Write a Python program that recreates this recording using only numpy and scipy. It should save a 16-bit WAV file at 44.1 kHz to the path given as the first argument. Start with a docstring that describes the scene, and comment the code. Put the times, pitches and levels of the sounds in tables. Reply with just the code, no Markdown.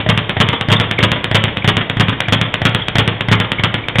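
"""Speed bag in a boxing gym

Close up, from a small camera's microphone: a speed bag is punched about three times a second.
After each punch it strikes the wooden platform three times: a slam that rattles the mount, then
two lighter rebounds. The swivel clatters and squeaks, and the room answers over a low rumble.
The narrow-band recorder overloads on the hardest blows."""
import sys
import numpy as np
from scipy import signal
from scipy.fft import rfft, irfft
from scipy.io import wavfile
from scipy.ndimage import uniform_filter1d, map_coordinates

SR = 44100
rng = np.random.default_rng(int(sys.argv[2]) if len(sys.argv) > 2 else 0)


def wav_out(sig):
    """Save sig, one row per channel (or a flat mono array), as 16-bit PCM at SR to the path in sys.argv[1]."""
    wavfile.write(sys.argv[1], SR, np.round(np.clip(np.atleast_2d(sig).T, -1, 1) * 32767).astype(np.int16))


N = 176400

# spectra of the background rumble and of the room's tail (f/Hz, level/dB)
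RUMBLE_EQ = [(20, -4), (50, -3.5), (80, 2.5), (120, -15.5), (300, -4), (1000, -11.5), (3500, -36)]
ROOM_EQ = [(25, -24), (55, -7), (76, -6.5), (110, -1.5), (200, -2.5), (340, 1.5), (480, 2.5), (900, 2),
           (1600, -1), (2100, 2), (2700, -1.5), (3300, 1), (4000, -4.5)]
# reflections off nearby surfaces (delay/s, bass/dB, treble/dB)
REFLECTIONS = [(.0082, -40, -12.5), (0.0147, -39, -13), (0.016, -25.5, -19.5), (0.0302, -18, -39),
               (0.0365, -9.5, -39), (0.0638, -14.5, -28)]
# small clatters: the swivel as the bag swings back, and twice a second knuckle contact
# just after a punch (t/s, level/dB)
SMALL_CLATTERS = [(.53, -16), (.7, -16.5), (.836, -22.5), (1.005, -20.5), (1.159, -22.5), (1.478, -23),
                  (1.808, -19), (2.125, -22.5), (2.453, -25.5), (2.789, -26.5), (3.119, -28.5),
                  (3.443, -22.5), (3.777, -27.5)]
# swivel squeaks (t/s, length/s, f/Hz, level/dB)
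SWIVEL_SQUEAKS = [(0.543, 0.032, 3300, -19.5), (0.759, 0.015, 3375, -11), (0.98, 0.014, 2202, -10),
                  (1.62, 0.0075, 2288, -18), (2.252, 0.012, 2340, -22), (2.814, 0.018, 3300, -15.5),
                  (3.583, 0.01, 2200, -13.5), (3.587, 0.014, 3180, -21), (3.837, 0.0081, 2340, -21),
                  (3.946, 0.022, 2346, -20)]
# fist on bag, relative levels (t/s, thump/dB, smack/dB, hollow knock/dB)
FIST_HITS = [(0.0628, -14.5, -24, -10), (0.3668, -14.5, -20.5, -16), (0.6855, -12, -20, -19),
             (0.988, -14.5, -17, -11), (1.3128, -16, -18.5, -14), (1.6442, -13.5, -18.5, -16),
             (1.969, -13.5, -23.5, -27), (2.2826, -15, -18.5, -10), (2.6167, -13.5, -19.5, -16),
             (2.9544, -15, -13, -22.5), (3.2844, -13, -18, -11.5), (3.595, -16, -22, -40),
             (3.9556, -14.5, -19, -9)]
# bag on platform, relative levels (t/s, thump/dB, slap/dB, mount rattle/dB)
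BOARD_HITS = [(-0.0045, -16, -9.5, -25.0), (0.0887, -3, -9.5, -13.5), (0.175, -10, -8, -20.5),
              (0.2937, -16, -10.5, -24), (0.401, -3.5, -7.5, -10.5), (0.487, -10.5, -9, -22.5),
              (0.61, -16.5, -10, -25.5), (0.7163, -2.5, -7.3, -11.5), (0.7983, -9, -8.5, -19),
              (0.9104, -15, -8.7, -26), (1.027, -3.5, -7.5, -12), (1.116, -10, -6.5, -21.5),
              (1.2416, -18.5, -8.5, -27.5), (1.3452, -4, -8, -10.5), (1.438, -9.4, -7, -26),
              (1.5702, -16.2, -11.5, -30.5), (1.6762, -4, -6.5, -12), (1.7677, -10.5, -8.2, -21),
              (1.897, -15.5, -10, -28.5), (1.9974, -3.5, -8.5, -13), (2.0828, -10, -12.5, -20.5),
              (2.2032, -19, -6, -29), (2.3229, -5.2, -5.5, -13), (2.4128, -9, -8, -23),
              (2.54, -17.1, -7, -28), (2.652, -5, -4.5, -13), (2.7471, -10, -7, -22.5),
              (2.8823, -17, -9, -34), (2.9834, -5, -4, -14), (3.0757, -8.5, -8.5, -22),
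              (3.2074, -16.8, -9.5, -28.5), (3.3141, -2.5, -10, -10.5), (3.399, -10, -9.5, -20.5),
              (3.5174, -14.5, -7.5, -31), (3.6358, -7.5, -6, -16), (3.741, -13, -10, -23.5),
              (3.8841, -20.5, -11, -29.5), (3.9842, -5.5, -7.5, -11.5)]
# modes of the bag's air, its shell, the board, and the longer-ringing mount (f/Hz, level/dB, T60/s)
BAG_AIR_MODES = [(92.8, -2, 0.076), (119, 6.5, 0.02)]
SHELL_MODES = [(380, -1.6, 0.023), (640, -0.77, 0.028)]
BOARD_MODES = [(104.5, -1.5, 0.08), (186.8, 3.5, 0.03), (232.8, -11, 0.056)]
MOUNT_RINGS = [(268, 2, .2), (440, -3, .09), (500, -1, .22), (645, -5, .15), (986, -5, .12),
               (1505, -3, .15), (2018, -4, .12), (2370, -5, .12), (2940, -5, .12), (3238, -1, .15)]
# spectra of fist on leather, leather on wood, loose hardware, mount on its stop (f/Hz, level/dB)
SMACK_EQ = [(100, -3.5), (300, -0.5), (520, -4.5), (720, -0.5), (1250, -7), (1900, 3), (2700, -8),
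            (3300, -0.5), (3800, -7)]
SLAP_EQ = [(100, -22.5), (300, -1.5), (520, -1), (950, -4), (1300, -1.5), (1750, 1), (2700, 1.5), (3300, 2),
           (3800, 2)]
RATTLE_EQ = [(100, -15.5), (200, 0.5), (270, 6), (345, -2), (490, 3), (750, -3), (1050, 1.5), (1700, 0),
             (2700, -2.5), (3280, 3), (3800, -5)]
CLACK_EQ = [(300, -9), (1500, -9.5), (2500, 3), (3300, 3)]
# response of the microphone, and of the recorder after it clips (f/Hz, gain/dB)
MIC_EQ = [(100, 1), (3450, 2), (3700, 1), (3900, -14.5), (4250, -16), (4550, -44), (5200, -59),
          (8000, -89.5)]
RECORDER_EQ = [(100, 0.73), (4000, -1), (5000, -5), (6300, -5.5), (8000, -3), (12000, -4.5)]

LEAD_S = 0.3  # run-in before the scene opens
T = np.arange(int(0.4 * SR)) / SR  # time within one hit
RUMBLE_DB, ECHO_DRIFT_S = -33.5, 0.0003
ROOM_DB, ROOM_T60_S, ROOM_BUILD_S, ROOM_SHIFT_S = -7.5, 0.75, 0.0075, 0.1
BOOM_HZ, BOOM_T60_S, BOOM_DB = 107.5, 0.36, -5.5  # standing wave of the room
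CLICKS_PER_S, SQUEAK_SAG, SQUEAK_WOBBLE = 2500, 0.02, 0.044
PUNCH_DB, SMACK_DB, SMACK_TAIL_DB = -1, 5.5, 3
THUMP_DB, SLAP_DB, RING_DB, RATTLE_DB = -2.5, 1, -28.5, 2
SWAY_HZ, SWAY_T60_S, SWAY_DB = 35, 0.17, -35  # the whole platform on its bracket
SLAP_HOLD_S, SLAP_DECAY_S, SLAP_TILT_DB = 0.002386, 0.0012, 0.5
SQUASH_S = 0.0042  # a hard blow flattens the bag, so its slap dies more slowly
RATTLE_DELAY_S, CLACK_DELAY_S, CLACK_DECAY_S = 0.0055, 0.011, 0.0019
LOW_CUT_HZ, TOP_HZ, CLIP_DB, CLIP_HARDNESS = 29, 15800, -3.3, 16


def undb(db):
    """Decibels to gain."""
    return 10 ** (np.asarray(db) / 20)


def unit(x, span_s):
    """Scale to rms 1 over the opening span."""
    return x / np.sqrt(np.mean(x[:int(span_s * SR)] ** 2) + 1e-12)


def add(track, s, x):
    """Mix a sound in at s seconds after the run-in."""
    i = int((s + LEAD_S) * SR)
    part = x[:max(len(track) - i, 0)]
    track[i:i + len(part)] += part


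def through(x, response):
    """Convolve, keeping the length."""
    return signal.fftconvolve(x, response)[:len(x)]


def colour(x, points, size=4096):
    """Minimum-phase filter through (f/Hz, gain/dB) points."""
    hz, db = np.array(points, float).T
    f = np.arange(size // 2 + 1) * SR / size + 1
    cepstrum = irfft(np.log(undb(np.interp(np.log(f), np.log(hz), db))))
    cepstrum[1:size // 2] *= 2
    cepstrum[size // 2 + 1:] = 0
    return through(x, irfft(np.exp(rfft(cepstrum))))


def soften(x):
    """Roll off above 4.3 kHz, as heard through the narrow-band recorder."""
    return signal.sosfilt(signal.butter(6, 4300, fs=SR, output="sos"), x)


def burst(hold_s, decay_s):
    """Envelope that holds, then dies away."""
    return np.exp(-np.maximum(T - hold_s, 0) / decay_s)


def even_burst(envelope):
    """A short noise burst with its spectrum evened out: a broad slap without pitch."""
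    x = rng.standard_normal(len(T)) * envelope
    for _ in range(3):
        x = irfft(np.exp(1j * np.angle(rfft(x))), len(T)) * envelope
    return soften(x)


def ring(modes, detune):
    """Decaying modes struck from rest, neighbours swinging in opposite directions."""
    out = np.zeros(len(T))
    for k, (hz, db, t60) in enumerate(modes):
        pitch = hz * (1 + detune * rng.standard_normal())
        out += (-1) ** k * undb(db) * np.sin(2 * np.pi * pitch * T) * np.exp(-np.log(1000) * T / t60)
    return out


def room_tone(n):
    """A steady low rumble behind everything."""
    rumble = colour(soften(rng.standard_normal(n)), RUMBLE_EQ)
    return undb(RUMBLE_DB) * rumble / rumble.std()


def gym(bass, treble):
    """Direct sound, a standing wave, and reflections and a tail that shift as boxer and bag move."""
    direct = bass + treble
    n = len(direct)
    near, samples = direct.copy(), np.arange(n)
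    for delay, bass_db, treble_db in REFLECTIONS:
        drift = np.interp(samples, np.linspace(0, n, 30), rng.standard_normal(30))
        moved = map_coordinates(treble, [samples + ECHO_DRIFT_S * SR * drift], order=1)
        add(near, delay - LEAD_S, undb(bass_db) * bass + undb(treble_db) * moved)
    t = np.arange(SR) / SR
    fade = np.exp(-np.log(1000) * t / ROOM_T60_S) * (1 - np.exp(-(t / ROOM_BUILD_S) ** 2))
    fade /= np.linalg.norm(fade)
    hop, tail = int(ROOM_SHIFT_S * SR), np.zeros(n)
    for i in range(0, n, hop):  # each overlapping stretch gets its own diffuse tail
        part = direct[i:i + 2 * hop]
        part = part * np.sin(np.pi * np.arange(len(part)) / (2 * hop))
        add(tail, i / SR - LEAD_S, signal.fftconvolve(part, fade * rng.standard_normal(SR)))
    boom_fade = np.exp(-np.log(1000) * t / BOOM_T60_S)
    boom = 2 * boom_fade / boom_fade.sum() * np.cos(2 * np.pi * BOOM_HZ * t)
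    return near + undb(ROOM_DB) * colour(tail, ROOM_EQ) + undb(BOOM_DB) * through(direct, boom)


def chatter(hold_s, decay_s):
    """Loose hardware: a dying shower of uneven clicks through the board."""
    clicks = (rng.random(len(T)) < CLICKS_PER_S / SR) * rng.choice([-1, 1], len(T))
    shower = soften(clicks * burst(hold_s, decay_s))
    return unit(colour(shower, RATTLE_EQ), span_s=0.023)


def swivel_and_knuckles(n):
    """The joint clatters and gives short, unsteady, falling squeaks; two clatters are knuckles."""
    out = np.zeros(n)
    for s, db in SMALL_CLATTERS:
        add(out, s, undb(db) * chatter(hold_s=0.0091, decay_s=0.0076))
    for s, length, hz, db in SWIVEL_SQUEAKS:
        along = np.minimum(T / length, 1)
        wobble = uniform_filter1d(rng.standard_normal(len(T)), size=90)
        pitch = hz * (1 - SQUEAK_SAG * (along - 0.5) + SQUEAK_WOBBLE * wobble / wobble.std())
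        add(out, s, undb(db) * np.sin(np.pi * along) * np.sin(2 * np.pi * np.cumsum(pitch) / SR))
    return out


def fists(n):
    """A punch rings the air in the bag and knocks its shell; the dull smack tugs at the swivel."""
    bass, treble = np.zeros((2, n))
    for s, thump_db, smack_db, knock_db in FIST_HITS:
        thump = unit(ring(BAG_AIR_MODES, detune=0.017), span_s=0.015)
        add(bass, s, undb(thump_db + PUNCH_DB) * thump)
        envelope = burst(0.0016, 0.0033) + undb(SMACK_TAIL_DB) * burst(0.012, 0.026)
        smack = colour(even_burst(envelope), SMACK_EQ)
        add(treble, s, undb(smack_db + SMACK_DB) * unit(smack, span_s=0.0054))
        add(treble, s, undb(knock_db) * ring(SHELL_MODES, detune=0.072))
    return bass, treble


def platform(n):
    """Each strike flexes the board, slaps leather on wood and shakes the mount."""
    bass, treble = np.zeros((2, n))
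    for s, thump_db, slap_db, rattle_db in BOARD_HITS:
        flex = unit(ring(BOARD_MODES, detune=0.024), span_s=0.01)
        sway = ring([(SWAY_HZ, SWAY_DB, SWAY_T60_S)], detune=0.13)
        add(bass, s, undb(thump_db + THUMP_DB) * (flex + sway))
        tilt = SLAP_TILT_DB * rng.standard_normal()  # brightness varies from hit to hit
        envelope = burst(SLAP_HOLD_S, SLAP_DECAY_S + SQUASH_S * undb(thump_db))
        slap = colour(even_burst(envelope), [(hz, db + tilt * np.log10(hz)) for hz, db in SLAP_EQ])
        add(treble, s, undb(slap_db + SLAP_DB) * unit(slap, span_s=0.0031))
        add(treble, s, undb((slap_db + thump_db) / 2 + RING_DB) * ring(MOUNT_RINGS, detune=0.006))
        rattle = chatter(hold_s=0.008, decay_s=0.013)
        add(treble, s + RATTLE_DELAY_S, undb(rattle_db + RATTLE_DB) * rattle)
        # the lifted mount drops back on its stop
        clack = colour(even_burst(burst(0, CLACK_DECAY_S)), CLACK_EQ)
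        add(treble, s + CLACK_DELAY_S, undb(rattle_db) * unit(clack, span_s=2 * CLACK_DECAY_S))
    return bass, treble


def scene():
    """At the microphone: bag, platform and swivel close by, the gym and its rumble behind."""
    n = N + int(LEAD_S * SR)
    fist_bass, fist_treble = fists(n)
    board_bass, board_treble = platform(n)
    rumble = room_tone(n)
    workout = gym(fist_bass + board_bass, fist_treble + board_treble + swivel_and_knuckles(n))
    return (rumble + workout)[None, -N:]


def record(dry):
    """The camera's narrow-band microphone path; loud peaks clip, which adds the only high treble."""
    low_cut = signal.butter(1, LOW_CUT_HZ, "high", fs=SR, output="sos")
    high_cut = signal.ellip(8, 0.2, 70, TOP_HZ, fs=SR, output="sos")
    mic = colour(signal.sosfilt(low_cut, dry[0]), MIC_EQ)
    clipped = mic / (1 + np.abs(mic / undb(CLIP_DB)) ** CLIP_HARDNESS) ** (1 / CLIP_HARDNESS)
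    return signal.sosfilt(high_cut, colour(clipped, RECORDER_EQ))[None]


dry = scene()
out = record(dry)
wav_out(out)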